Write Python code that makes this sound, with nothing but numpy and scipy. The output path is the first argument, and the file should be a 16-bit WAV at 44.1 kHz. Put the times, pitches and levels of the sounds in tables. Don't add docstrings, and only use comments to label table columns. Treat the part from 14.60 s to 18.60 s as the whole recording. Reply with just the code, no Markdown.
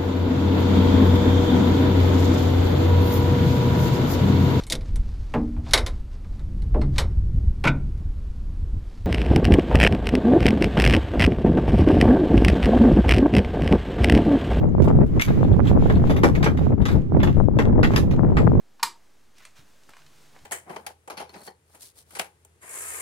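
import sys
import numpy as np
from scipy import signal
from scipy.fft import rfft, irfft
from scipy.io import wavfile
from scipy.ndimage import uniform_filter1d, minimum_filter1d

SR = 44100
rng = np.random.default_rng(int(sys.argv[2]) if len(sys.argv) > 2 else 0)


def waveform_to_disk(signal):
    frames = np.transpose(np.atleast_2d(signal))
    scaled = np.clip(frames, -1, 1) * 32767
    samples = np.round(scaled).astype(np.int16)
    wavfile.write(sys.argv[1], SR, samples)


N = 176400
T = np.arange(N) / SR

# t/s, level/dB
GUSTS = [(0.0, -26.5), (0.02, -15.5), (0.15, -22.5), (0.2, -16.5), (0.44, -15.5), (0.48, -25.5),
         (0.59, -16), (0.63, -37), (0.69, -18.5), (0.91, -16), (1.09, -18), (1.1, -15.5), (1.41, -17),
         (1.47, -18), (1.5, -19), (2.03, -20.5), (2.14, -17), (2.16, -28.5), (2.22, -16.5), (2.26, -26.5),
         (2.36, -15), (2.43, -26), (2.49, -27), (2.55, -15), (2.62, -19), (2.71, -16.5), (2.73, -24.5),
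         (2.78, -17), (2.9, -25.5), (2.97, -14.5), (3.0, -25), (3.07, -15.5), (3.27, -16.5), (3.34, -20),
         (3.83, -17), (4.0, -17)]
# t/s, pan/dB
WIND_PAN = [(0.0, 6.5), (0.15, 10.5), (0.21, -15.0), (0.26, 5.5), (0.98, -7), (1.83, 7.5), (2.08, -10),
            (2.15, 15.5), (2.57, -5.5), (2.86, 19.5), (2.91, 5.5), (3.54, -2.5), (3.62, 15), (3.79, -9.5),
            (3.85, 9), (4.0, -3.5)]
# f/Hz, level/dB
RUMBLE_SPECTRUM = [(10,-1.5),(25,-12.5),(45,-3.5),(80,0),(130,0),(200,-4),(300,-11.5),(450,-19.5),(700,-37),(1200,-46.5),(2500,-68),(5000,-84),(15000,-92)]
# f/Hz, level/dB
FLUTTER_SPECTRUM = [(30,-7.5),(150,-1),(300,3),(500,-4.5),(800,-12),(1300,-24.5),(2200,-38),(4000,-66),(8000,-69.5)]
# t/s, level/dB
SLOSHES = [(0,-53.5),(.06,-60),(.24,-57.5),(.3,-55),(.42,-59),(.52,-53.5),(.6,-46.5),(.7,-42.5),(.8,-46.5),(.9,-51.5),(1.03,-52.5),(1.075,-37),(1.1,-37.5),(1.15,-58),(1.22,-44),(1.33,-45.5),(1.41,-51),(1.48,-43),(1.56,-52),(1.62,-52),(1.9,-50.5),(1.96,-55.5),(2.04,-46),(2.17,-64),(2.34,-47.5),(2.48,-62.5),(2.75,-51),(2.9,-66),(3.2,-74),(3.32,-39),(3.48,-59),(3.54,-50.5),(3.66,-63.5),(3.87,-51.5),(4,-64)]
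# f/Hz, level/dB
SPLASH_SPECTRUM = [(100,-16.5),(500,3),(1200,10.5),(2200,7),(3500,-1.5),(5000,-7),(7500,-9),(9300,-28.5),(12000,-7),(14500,-32.5),(16000,-28.5)]
# f/Hz, level/dB
HISS_SPECTRUM = [(100,18.5),(1500,2),(3000,-6.5),(6000,-3.5),(9300,-29),(12000,-10),(15000,-9.5)]
# t/s, level/dB, pan/dB, f/Hz
EDDY_POPS = [(.043,-16.5,32,316),(.151,-17.5,44,364),(.183,-19,-19,403),(0.276,-17,9,400),(0.28,-12,4,330),(.304,-17.5,-15,380),(.313,-20,20,490),(.389,-15,18,324),
             (.577,-21,16,380),(0.831,-17,25,490),(.995,-15.5,-32,486),(1.003,-20,-28,710),(1.115,-13,-15,363),(1.175,-14,28,362),
             (1.225,-18,28,390),(1.441,-19,20,535),(1.992,-24,-18,470),(2.069,-19,-13,430),(2.107,-23.5,21,358),(2.522,-20,-31,393),
             (2.77,-21.5,30,357),(2.802,-15.5,35,480),(2.811,-16.5,36.5,360),(2.886,-12.5,40,324),(3.076,-21,17,366),(3.193,-10,19.5,348),(3.213,-24,27,410),
             (3.307,-18.5,7,485),(3.594,-18.5,30,557),(3.634,-19,27,460),(3.72,-20,28,356),(3.871,-18,10,600),(3.876,-12.5,12,555),(3.919,-18,27,417)]
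# t/s, level/dB, f/Hz
SHELL_TAPS = [(0.088,-55.5,6950),(0.597,-13.5,2100),(0.6064,-19,2090),(.614,-39,3630),(0.6157,-29,12000),(.621,-8,2270),(0.6206,-23,6180),
              (1.843,-28,7820),(2.632,-26,3440),(3.235,-24.5,1360),(3.238,-20,2010),(3.772,-32,1680),(2.3555,-44,5330),(3.3625,-24.5,3340),(3.3627,-16.5,5000),(3.536,-43,4130)]
# f ratio, level/dB, t60/s
CLINK_MODES = [(1.002,-1,0.023),(1.209,-14.5,0.019),(1.618,-17.5,0.013),(2.601,-16,0.013)]
# f/Hz, t60/s
HULL_DECAY = [(200,0.18),(800,0.16),(2200,0.12),(5000,0.15),(12000,0.18)]
# t/s, thud/dB, crack/dB, treble/dB, crumble/s, pan/dB, ring f/Hz, ring lift/dB
LANDINGS = [(.222,-60,-48.5,-46,.001,-3,6400,10),(0.243,-65,-55,-42,.0015,-4,8200,6),(0.281,-26.5,-46,-51,.0025,2,7500,14),(0.464,-55,-69,-51,.002,5,1700,9),
            (.597,-44.5,-35,-41,.002,14,2160,8),(.613,-56,-35,-22.5,0.0015,-3.5,2210,9),(.676,-34,-41.5,-49,0.0073,4,2500,4.5),(1.298,-24,-39.5,-46,.005,-0.5,1850,2.5),
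            (1.497,-22.5,-40,-36,0.016,3,3400,8.5),(1.564,-33.5,-40.5,-38.5,0.005,1.5,3800,2),(1.634,-13,-27,-25.5,0.0066,1,808,2.5),(1.752,-41.5,-38,-40.5,0.0059,-1,3400,-7.5),
            (1.828,-31,-34,-32.5,0.0022,-0.5,1080,12),(1.843,-41,-34,-32.5,.003,-2,6150,9),(1.861,-22,-31,-47,0.0084,1,1540,2),(1.973,-44,-47,-45.5,.002,-1,1850,2.5),
            (2.214,-40,-49.5,-54.5,.005,-1,8200,10.5),(2.254,-35.5,-33,-33,0.008,0.5,2200,-10.5),(2.282,-35,-39.5,-38.5,.014,-1,3400,0),(2.314,-40,-49.5,-42.5,.002,0,3900,9),
            (2.602,-35,-40.5,-55,.006,2,1800,-3),(2.631,-27,-35.5,-33.5,0.0045,-0.5,910,11),(2.672,-30,-41,-49,0.0037,0.5,2760,2.5),(2.988,-20,-32.5,-33,0.008,2,2137,3),(3.231,-25,-27.5,-31,.008,1,1884,8),
            (3.335,-29,-42,-45,0.0072,0.5,2600,3.5),(3.361,-33.5,-29.5,-25,0.0026,2.5,1050,8.5),(3.374,-30.5,-41,-29,0.0078,-14,11800,1),(3.511,-58,-45,-45.5,0.0027,-1,3900,-2),(3.769,-26,-32,-41.5,0.0068,1,7500,15)]
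# f/Hz, level/dB
CLUMP_SPECTRUM = [(60,-16),(150,1),(260,10),(480,4.5),(830,2.5),(1300,0.5),(2000,4),(2800,-3),(3600,-9),(5000,-12.5),(7000,-17.5),(9300,-29),(11000,-22),(12500,-19.5),(14500,-33),(16000,-23)]
# f/Hz, width/Hz, lift/dB
HULL_MODES = [(260,87,1),(432,77,5.5),(513,30,1),(842,69,4.5),(1135,170,5.5),(1300,82,1.5),(1920,170,0.5),(2120,80,-0.5),(3460,110,7),(3750,70,9.5)]
# t/s, length/s, level/dB, f/Hz
SHELL_SLIDES = [(0.829,0.026,-52.5,3500),(0.924,0.018,-53.5,3440),(1.05,0.042,-41.5,3270),(1.189,0.14,-56,3100),(1.335,0.03,-49,3530),(1.45,.05,-54.5,3500)]
# f ratio, level/dB
SLIDE_MODES = [(.75,-1),(1,2.5),(1.21,-6),(2.3,-16.5)]

RUMBLE_DB, FLUTTER_DB, FLUTTER_SLOPE, LUMP_DB, LUMP_HZ, PAN_SHARE = 2, -9, 1.98, 8, 60, 0.74
DROPS_PER_S, DROP_SPREAD_DB, RIGHT_DELAY_S = 1200, 6.5, 0.000272
HISS_DB, EDDY_DB, CLINK_TAIL_DB = -68.5, 9, -7
TAIL_RISE_S, TAIL_CORRELATION, LINGER_DB, LINGER_T60_S = 0.00043, 0.11, -44, 0.7
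KNOCK_DB, DIRECT_DB, CONTACTS_PER_S = 3.5, -4, 700
THUD_HZ, CRACK_HZ, TREBLE_HZ = 566, 2470, 8500
RING_Q, SHARD_Q, SHARD_DB, SHARD_LOW_HZ, SHARD_HIGH_HZ = 10, 22, 7, 1214, 14000
RATTLE_PER_S, RATTLE_DECAY_S, RATTLE_DB = 160, 0.027, -10.5
SLIPS_PER_S, SCRAPE_Q, SCRAPE_TAIL_DB = 290, 6.8, 2.5
LIMITER_S, LOWPASS_HZ = 0.006, 14900


def amp(db):
    return 10 ** (np.asarray(db) / 20)


def unit_rms(x):
    return x / np.sqrt(np.mean(x ** 2) + 1e-20)


def at_hz(points, hz):
    f, value = np.transpose(points)
    return np.interp(np.log(hz + 1), np.log(f + 1), value)


def curve(points):
    return np.interp(T, *np.transpose(points))


def pan(db):
    return unit_rms(amp([[db / 2], [-db / 2]]))


def add(mix, start_s, sound):
    part = mix[:, max(round(start_s * SR), 0):][:, :sound.shape[1]]
    part += sound[:, :part.shape[1]]


def colour(x, spectrum):
    gain = amp(at_hz(spectrum, np.fft.rfftfreq(N, 1 / SR)))
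    return unit_rms(irfft(rfft(x) * gain, N))


def min_phase(x, db):
    log_gain = np.log(amp(np.r_[db, db[-2:0:-1]]))
    response = np.exp(np.conj(signal.hilbert(log_gain)))
    return irfft(rfft(x) * response[:len(db)])


def ports(x):
    n = np.arange(x.shape[1])
    return np.array([x[0], np.interp(n - RIGHT_DELAY_S * SR, n, x[1], left=0)])


def bell(hz, centre_hz, width_hz):
    return 1 / (1 + (2 * (hz - centre_hz) / width_hz) ** 2)


def decay(t, t60_s):
    return np.exp(-np.log(1000) * t / t60_s)


def ticks(per_s, size):
    return rng.standard_normal(size) * (rng.random(size) < per_s / SR)


def wind():
    gust_db = curve(GUSTS)
    low, mid, slow = rng.standard_normal((3, 2, N))
    rumble = colour(low, RUMBLE_SPECTRUM) * amp(gust_db + RUMBLE_DB)
    lumps = unit_rms(irfft(rfft(slow) * (np.fft.rfftfreq(N, 1 / SR) < LUMP_HZ), N))
    flutter = colour(mid * amp(LUMP_DB * np.minimum(lumps, 2)), FLUTTER_SPECTRUM)
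    flutter_db = gust_db.mean() + FLUTTER_SLOPE * (gust_db - gust_db.mean()) + FLUTTER_DB
    lean = amp(PAN_SHARE * curve(WIND_PAN) * np.array([[.5], [-.5]]))
    return lean * (rumble + flutter * amp(flutter_db))


def water():
    drops = ticks(DROPS_PER_S, N) * amp(DROP_SPREAD_DB * np.minimum(rng.exponential(1, N), 4))
    spray = ports(np.array([unit_rms(drops)] * 2))
    wash = 2 * rng.standard_normal((2, N))
    return colour(spray + wash, SPLASH_SPECTRUM) * amp(curve(SLOSHES))


def marsh_hiss():
    return amp(HISS_DB) * colour(rng.standard_normal((2, N)), HISS_SPECTRUM)


def eddies():
    out, lead = np.zeros((2, N)), SR // 50
    t = np.arange(-lead, lead) / SR
    for start_s, db, pan_db, hz in EDDY_POPS:
        phase = rng.uniform(0, 2 * np.pi, (2, 1))
        pulse = np.exp(1j * phase) / (1 - 1j * np.pi * hz * t) ** 3
        pop = pulse.real * np.hanning(len(t))
        add(out, start_s - lead / SR, amp(db + EDDY_DB) * pan(pan_db) * pop)
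    return out


def clinks():
    out, t = np.zeros((2, N)), T[:SR // 10]
    for start_s, db, hz in SHELL_TAPS:
        ring = sum(amp(mode_db) * decay(t, t60_s) * np.sin(2 * np.pi * hz * ratio * t)
                   for ratio, mode_db, t60_s in CLINK_MODES if hz * ratio < LOWPASS_HZ)
        add(out, start_s, amp(db) * ports(through_hull(ring, CLINK_TAIL_DB)))
    return out


def through_hull(x, tail_db):
    path = amp(tail_db) * hull_tail()
    path[:, 0] += 1
    return signal.fftconvolve(path, x[None], axes=1)


def hull_tail(size=32768):
    left, other = rng.standard_normal((2, size))
    right = TAIL_CORRELATION * left + np.sqrt(1 - TAIL_CORRELATION ** 2) * other
    hz, t, bins = signal.stft(np.array([left, right]), SR, nperseg=256)
    fade = decay(t, at_hz(HULL_DECAY, hz)[:, None]) + amp(LINGER_DB) * decay(t, LINGER_T60_S)
    tail = signal.istft(bins * fade, SR)[1][:, :size]
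    rise = 1 - np.exp(-T[:size] / TAIL_RISE_S)
    return unit_rms(tail * rise) / np.sqrt(size)


def knocks(size=32768):
    out, t, hz = np.zeros((2, N)), T[:size], np.fft.rfftfreq(size, 1 / SR)
    body_db = at_hz(CLUMP_SPECTRUM, hz) + sum(db * bell(hz, f, width) for f, width, db in HULL_MODES)
    for start_s, thud_db, crack_db, treble_db, crumble_s, pan_db, ring_hz, ring_db in LANDINGS:
        settle = (1 + t / crumble_s) * np.exp(-t / crumble_s)
        contacts = ticks(CONTACTS_PER_S, size) * settle
        contacts[0] = 1
        contacts /= np.linalg.norm(contacts)
        swell = np.sqrt(np.cumsum(contacts ** 2))
        tail = unit_rms(hull_tail() * swell) / np.sqrt(size)
        shard_hz = SHARD_LOW_HZ * (SHARD_HIGH_HZ / SHARD_LOW_HZ) ** rng.random(size=12)
        shards = sum(bell(hz, f, f / SHARD_Q) for f in shard_hz)
        tone_db = at_hz([(THUD_HZ, thud_db), (CRACK_HZ, crack_db), (TREBLE_HZ, treble_db)], hz)
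        tone_db += ring_db * bell(hz, ring_hz, ring_hz / RING_Q) + SHARD_DB * np.minimum(shards, 1)
        rattle = unit_rms(ticks(RATTLE_PER_S, size) * np.exp(-t / RATTLE_DECAY_S)) / np.sqrt(size)
        impact = tail + amp(DIRECT_DB) * contacts + amp(RATTLE_DB) * rattle
        add(out, start_s, pan(pan_db) * ports(min_phase(impact, body_db + tone_db)))
    return out * amp(KNOCK_DB) * np.sqrt(SR / 10)


def scrapes(size=16384):
    out, t, hz = np.zeros((2, N)), T[:size], np.fft.rfftfreq(size, 1 / SR)
    for start_s, length_s, db, shell_hz in SHELL_SLIDES:
        slips = ticks(SLIPS_PER_S, size) * np.sin(np.pi * np.minimum(t / length_s, 1))
        shell_gain = sum(amp(mode_db) * bell(hz, shell_hz * ratio, shell_hz * ratio / SCRAPE_Q)
                         for ratio, mode_db in SLIDE_MODES)
        ring = min_phase(slips, 20 * np.log10(shell_gain))
        scrape = ports(through_hull(ring, SCRAPE_TAIL_DB)[:, :size])
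        add(out, start_s, amp(db) * np.sqrt(length_s * SR / size) * unit_rms(scrape))
    return out


def scene():
    return knocks() + clinks() + scrapes() + water() + wind() + eddies() + marsh_hiss()


def record(dry):
    span = round(LIMITER_S * SR)
    gain = minimum_filter1d(1 / np.maximum(abs(dry).max(0), 1), 2 * span)
    gain = uniform_filter1d(uniform_filter1d(gain, span), span)
    limited = np.pad(dry * gain, ((0, 0), (255, 255)), "edge")
    lowpass = signal.firwin(511, LOWPASS_HZ, window=("kaiser", 9), fs=SR)
    return signal.oaconvolve(limited, lowpass[None], "valid")


dry = scene()
out = record(dry)
waveform_to_disk(out)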